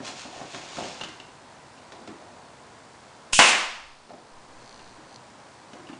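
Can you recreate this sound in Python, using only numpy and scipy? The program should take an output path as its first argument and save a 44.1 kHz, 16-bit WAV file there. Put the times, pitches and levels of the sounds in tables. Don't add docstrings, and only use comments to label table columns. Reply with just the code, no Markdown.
import sys
import numpy as np
from scipy import signal
from scipy.io import wavfile
from scipy.ndimage import uniform_filter1d

SR = 44100
rng = np.random.default_rng(int(sys.argv[2]) if len(sys.argv) > 2 else 0)


def waveform_to_disk(signal):
    frames = np.transpose(np.atleast_2d(signal))
    scaled = np.clip(frames, -1, 1) * 32767
    samples = np.round(scaled).astype(np.int16)
    wavfile.write(sys.argv[1], SR, samples)


N = 264326
TIME = np.arange(N) / SR

# pitch_hz, level_db
FLOOR_COLOUR = [(15, -57), (25, -29), (42, -15.5), (60, -12), (134, -2.5), (177, -8), (211, -3.5),
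                (425, -6.5), (494, -5.5), (996, -2.5), (1160, -7.5), (1600, -10), (4480, -24.5),
                (7590, -22.5), (10000, -31.5), (13000, -69), (22000, -120)]
FLOOR_DB = -49.5
# pitch_hz, t60_s
ROOM_T60 = [(120, 0.63), (400, 0.56), (1000, 0.71), (2500, 0.58), (5000, 0.62), (9000, 0.45)]
# start_s, length_s, level_db
FLUTTERS = [(3.48, 0.49, -44), (4.31, 0.65, -53)]
FLUTTER_ATTACK_S, FLUTTER_SAG_DB_PER_S, FLUTTER_RELEASE_DB_PER_S = .025, 6, 122
# pitch_hz, level_db
FLUTTER_COLOUR = [(10, 12), (30, -13), (60, -5.5), (130, -28), (400, -55)]
MAINS_HZ, EDGE_HZ = 60, 10080

# middle_s, width_s, level_db of one tick
CHATTER_RUNS = [(4.71, .065, -27), (4.89, .05, -33), (5.15, .03, -26)]
# pitch_hz, level_db, t60_s
CHATTER_TONES = [(4300, 1, 0.012), (4700, 0, 0.01), (6000, 0, .009)]
CHATTER_FROM_S, CHATTER_TO_S, CHATTER_PER_S = 4.4, 5.1605, 60

# middle_s, width_s, level_db
SWISHES = [(.075, 0.02, -36), (.205, 0.03, -42.5), (.37, .05, -49), (.545, 0.042, -46.5),
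           (.82, 0.11, -41.5)]
# pitch_hz, level_db
CLOTH_COLOUR = [(350, -18), (600, -25), (1040, 2), (1130, 0), (1230, -0.5), (1950, -1), (2460, 2),
                (6860, -3), (10000, -18), (13000, -51), (22000, -120)]
# start_s, length_s, level_db
SCUFFS = [(0, 0.11, -45.5), (.245, 0.016, -46), (.345, 0.068, -46), (.53, 0.27, -48.5), (.775, .05, -38),
          (1.915, 0.069, -50.5), (2.17, 0.22, -53), (4.095, 0.022, -41), (5.735, 0.016, -49)]
SCUFF_ATTACK_S, SCUFF_SAG_DB_PER_S, SCUFF_RELEASE_DB_PER_S = 0.0099, 6, 204
# pitch_hz, level_db
SCUFF_COLOUR = [(60, -14.5), (160, -0.5), (330, 0), (520, 1), (740, 4.5), (1000, -3.5), (1600, -20),
                (4000, -66)]
# start_s, length_s, level_db
SQUEAKS = [(.245, 0.017, -40), (.315, .11, -47)]
# pitch_hz, level_db, t60_s
SQUEAK_TONE = [(741, 0, 0.039)]
# start_s, pitch_hz, level_db
BUMPS = [(0.002, 160, -42), (2.013, 240, -40), (2.092, 205, -37), (2.125, 235, -43), (4.985, 322, -43),
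         (5.765, 335, -43), (5.8, 345, -43), (5.893, 295, -33.5), (5.928, 270, -41)]
BUMP_T60_S, BUMP_RISE_S, BUMP_THUD_DB = 0.097, .004, -5
# start_s, thud_db, tick_above_thud_db (the dry contact)
KNOCKS = [(0.002, -37, -20), (0.252, -39, -13), (0.342, -40, -13), (0.413, -32.5, -26), (0.446, -42, -23),
          (0.546, -33, -5), (0.77, -36, -3.5), (0.787, -36, -5), (0.856, -36, -12), (1.005, -45, 0.5),
          (1.085, -45, 5), (1.921, -41.5, -1), (2.075, -35, -8), (4.094, -38.5, -8), (4.135, -42, -13),
          (5.732, -40.5, -6)]
# pitch_hz, level_db
THUD_COLOUR = [(40, -38), (110, -7), (170, -1), (280, 5.5), (480, -0.5), (780, -5), (1200, -6.5),
               (2200, -14.5), (6000, -53)]
# pitch_hz, level_db
TICK_COLOUR = [(200, -6.5), (700, 3.5), (1500, 6), (3500, 5), (6500, -0.5), (10000, -15)]
# start_s, level_db
CLACKS = [(1.011, -29), (1.035, -29.5), (1.039, -32), (1.2, -38.5), (1.775, -48.5), (4.792, -47),
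          (5.732, -49), (5.87, -49), (5.888, -44), (5.93, -45)]
CLACK_THUD_DB, CLACK_TICK_DB = -8, -6
# pitch_hz, level_db, t60_s
CLACK_MODES = [(1050, -10, .014), (1560, -7, .024), (2150, -8, .008), (2780, 0, .028), (2910, 0, .028),
               (3550, -4, .012)]

# start_s, signed height (linear), decay_s (to 1/e)
PUSHES = [(3.334, 0.043, 0.028), (3.3886, -0.071, 0.043)]
# start_s, length_s, flow_db
JETS = [(3.324, .064, -20.5), (3.387, .11, -8.5)]
JET_ATTACK_S, JET_SAG_DB_PER_S, JET_RELEASE_DB_PER_S = .011, 63, 200
# pitch_hz, level_db
AIR_COLOUR = [(88, -60), (150, -11), (287, -23), (513, -39), (668, -28), (839, -48), (1000, -34),
              (1420, -11), (1950, -11), (2630, 4.5), (3940, -3), (7420, 1.5), (10000, -6), (13000, -55),
              (22000, -120)]
# start_s, relative force_db
BLOWS = [(3.3904, -13), (3.393, -1), (3.3965, -12), (3.4, -3.5), (3.4120, -9), (3.4223, -2.5)]
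# pitch_hz, level_db
BLOW_COLOUR = [(35, -70), (60, -48), (203, -17.5), (236, -16.5), (319, -15.5), (412, -12), (458, -16),
               (499, -9.5), (646, -9), (1080, -6.5), (1310, -8), (2600, -2), (3900, -11.5), (8250, -20.5),
               (10000, -33), (13000, -53), (22000, -120)]
SLAM_AT_S = 3.3915
# pitch_hz, level_db, t60_s
NOSE_MODES = [(560, -26, 0.037), (910, -2, .022), (1051, 10.5, 0.044), (1454, 4.5, 0.029),
              (2010, -16, .012), (2880, 8.5, 0.018), (3100, -10, .01), (4400, 8, .006), (7540, 4, .005)]
# pitch_hz, level_db, t60_s
TABLE_MODES = [(238, -7, .5), (502, -2, .45), (686, -2, .42), (843, 1, .45), (990, -1, .4), (1059, 1, .45),
               (1388, -2, .45), (1502, -1, .55), (1657, -2, .45)]
# pitch_hz, level_db, t60_s
STEEL_MODES = [(2132, -3, .5), (2181, -4, .5), (2433, -3, .5), (2532, 0, .45), (2570, 0, .45),
               (2628, -2, .5), (2657, -2, .55), (2923, -2, .45), (2967, 0, .45), (3478, -7, .36),
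               (5884, -9, .3), (7736, -9, .28)]


def amp(db):
    return 10 ** (np.asarray(db) / 20)


def evened(x):
    return x / np.sqrt(np.mean(x ** 2) + 1e-20)


def read(points, hz):
    f, value = np.transpose(points)
    return np.interp(np.log(hz + 1), np.log(f + 1), value)


def through(x, response):
    return signal.oaconvolve(x, response)[:N]


def colour(points, size=4096):
    log_gain = np.log(amp(read(points, abs(np.fft.fftfreq(size, 1 / SR)))))
    spectrum = np.exp(np.conj(signal.hilbert(log_gain)))
    response = np.fft.ifft(spectrum).real[:size // 2]
    return response / np.linalg.norm(response)


def ring(modes):
    t = TIME[:SR]
    response = np.zeros(len(t))
    for hz, db, t60 in modes:
        decay = np.exp(-np.log(1000) * t / t60)
        response += amp(db) * decay * np.sin(2 * np.pi * hz * t)
    return response / np.linalg.norm(response)


def clicks(times, db):
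    return np.bincount(np.round(np.asarray(times) * SR).astype(int), amp(db), N)


def strikes(times, db, contact):
    out = np.zeros(N)
    t = TIME[:SR // 8]
    for s, gain in zip(times, amp(db)):
        part = out[max(round(s * SR), 0):][:len(t)]
        burst = gain * np.exp(-t / contact) * rng.standard_normal(len(t))
        part += burst[:len(part)]
    return out


def grains(per_s, spread_db):
    slips = rng.random(N) < per_s / SR
    size_db = spread_db * np.minimum(rng.exponential(1, N), 3)
    return evened(slips * rng.standard_normal(N) * amp(size_db))


def strokes(rows, attack_s, sag_db_per_s, release_db_per_s):
    out = np.zeros(N)
    for start, length, db in rows:
        t = np.maximum(TIME - start, 0)
        fall_db = sag_db_per_s * t + release_db_per_s * np.maximum(t - length, 0)
        out += np.minimum(t / attack_s, 1) * amp(db - fall_db)
    return out


def swells(rows):
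    out = np.zeros(N)
    for middle, width, db in rows:
        out += amp(db) / np.cosh(np.minimum(abs(TIME - middle) / width, 20))
    return out


def room(build=.05, early=.6, size=256):
    hz, t, z = signal.stft(rng.standard_normal(SR + SR // 4), SR, nperseg=size)
    decay = np.exp(-np.log(1000) * t / read(ROOM_T60, hz)[:, None])
    thickening = 1 - (1 - early) * np.exp(-(t / build) ** 2)
    tail = signal.istft(z * decay * thickening, SR, nperseg=size)[1]
    return tail / np.linalg.norm(tail)


def background():
    air = amp(FLOOR_DB) * through(rng.standard_normal(N), colour(FLOOR_COLOUR))
    flutter = strokes(FLUTTERS, FLUTTER_ATTACK_S, FLUTTER_SAG_DB_PER_S, FLUTTER_RELEASE_DB_PER_S)
    return air + flutter * through(rng.standard_normal(N), colour(FLUTTER_COLOUR))


def sputter(dying):
    return evened(np.exp(-(TIME % (1 / MAINS_HZ)) / dying) * rng.standard_normal(N))


def circuit_hiss(buzz_db=-58.5):
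    hiss_colour = colour([(1500, -17), (4500, -6.5), (7500, -16.0), (10000, -16.5), (12000, -15.5)])
    return amp(buzz_db) * through(sputter(dying=0.017), hiss_colour)


def chatter(uneven_db=1, last_db=7):
    at = np.arange(CHATTER_TO_S, CHATTER_FROM_S, -1 / CHATTER_PER_S)
    db = uneven_db * rng.standard_normal(len(at)) + last_db * (at == CHATTER_TO_S)
    return through(swells(CHATTER_RUNS) * clicks(at, db), ring(CHATTER_TONES))


def squeaks(attack_s=.008, sag_db_per_s=5, release_db_per_s=400):
    sliding = strokes(SQUEAKS, attack_s, sag_db_per_s, release_db_per_s)
    return through(sliding * grains(per_s=1400, spread_db=0.5), ring(SQUEAK_TONE))


def bumps():
    out = np.zeros(N)
    for s, hz, db in BUMPS:
        t = np.maximum(TIME - s, 0)
        envelope = np.minimum(t / BUMP_RISE_S, 1) * np.exp(-np.log(1000) * t / BUMP_T60_S)
        out += amp(db) * envelope * np.sin(2 * np.pi * hz * t)
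    at, _, db = np.transpose(BUMPS)
    return out + through(strikes(at, db + BUMP_THUD_DB, contact=0.019), colour(THUD_COLOUR))


def handling(thud_s=0.013, tick_s=0.01, room_db=-3, trim_db=-0.5):
    knock_at, knock_db, hardness_db = np.transpose(KNOCKS)
    clack_at, clack_db = np.transpose(CLACKS)
    at = np.r_[knock_at, clack_at]
    thuds = strikes(at, np.r_[knock_db, clack_db + CLACK_THUD_DB], thud_s)
    ticks = strikes(at, np.r_[knock_db + hardness_db, clack_db + CLACK_TICK_DB], tick_s)
    scuffing = strokes(SCUFFS, SCUFF_ATTACK_S, SCUFF_SAG_DB_PER_S, SCUFF_RELEASE_DB_PER_S)
    near = through(thuds, colour(THUD_COLOUR)) + through(ticks, colour(TICK_COLOUR)) + bumps() + squeaks()
    near += through(scuffing * grains(per_s=1100, spread_db=-2.0), colour(SCUFF_COLOUR))
    near += through(swells(SWISHES) * grains(per_s=6000, spread_db=2), colour(CLOTH_COLOUR))
    return amp(trim_db) * (near + amp(room_db) * through(near, room(build=0.028, early=1.0)))


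def clacks(contact_s=0.0074, room_db=-6, trim_db=-1):
    near = through(strikes(*np.transpose(CLACKS), contact_s), ring(CLACK_MODES))
    return amp(trim_db) * (near + amp(room_db) * through(near, room(build=0.028, early=1.0)))


def trigger(at=3.3315, clunk_db=-4, tick_db=-25, tick_s=.006):
    clunk = through(clicks([at], [clunk_db]), ring(NOSE_MODES))
    return clunk + through(strikes([at], [tick_db], tick_s), colour(TICK_COLOUR))


def pushes(rise=0.00047):
    out = np.zeros(N)
    for s, height, dying in PUSHES:
        t = np.maximum(TIME - s, 0)
        out += height * (1 - np.exp(-t / rise)) * np.exp(-t / dying)
    return out


def exhaust(room_db=-3, snap_at=3.3325, snap_db=-14):
    flow = strokes(JETS, JET_ATTACK_S, JET_SAG_DB_PER_S, JET_RELEASE_DB_PER_S) * rng.standard_normal(N)
    snap = strikes([snap_at], [snap_db], contact=0.0017)
    jet = through(flow + snap, colour(AIR_COLOUR))
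    return jet + amp(room_db) * through(jet, room(build=.05, early=1.0))


def shot(crack_db=27, burst_db=-1, burst_s=0.008, room_db=34, table_db=25, steel_db=27.5, low_hz=300):
    crack = amp(crack_db) * through(clicks(*np.transpose(BLOWS)), ring(NOSE_MODES))
    crack = signal.sosfilt(signal.butter(2, low_hz, "high", fs=SR, output="sos"), crack)
    slam = clicks([SLAM_AT_S], [0])
    burst = strikes([SLAM_AT_S], [burst_db], burst_s)
    echo = amp(room_db) * through(slam, room(build=0.079, early=0.61))
    body = amp(table_db) * ring(TABLE_MODES) + amp(steel_db) * ring(STEEL_MODES)
    return crack + through(burst + echo, colour(BLOW_COLOUR)) + through(slam, body)


def scene():
    placing = background() + chatter() + handling() + clacks()
    firing = trigger() + pushes() + exhaust() + shot()
    return (placing + firing)[None]


def record(dry, threshold_db=-16, share=0.65, recover_db_per_s=12, size=200):
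    power_db = 10 * np.log10(abs(uniform_filter1d(dry[0] ** 2, size)) + 1e-12)
    recovery = TIME * recover_db_per_s
    wanted_db = share * np.maximum(power_db - threshold_db, 0)
    duck_db = np.maximum.accumulate(wanted_db + recovery) - recovery
    glide_db = uniform_filter1d(duck_db, size, origin=size // 2 - 1)
    ducked = dry * amp(-glide_db) + circuit_hiss()
    rounded = ducked / (1 + (ducked / .9) ** 4) ** .25
    low_pass = signal.firwin(801, EDGE_HZ, window=("kaiser", 9), fs=SR)
    return signal.oaconvolve(rounded, low_pass[None], "same")


dry = scene()
out = record(dry)
waveform_to_disk(out)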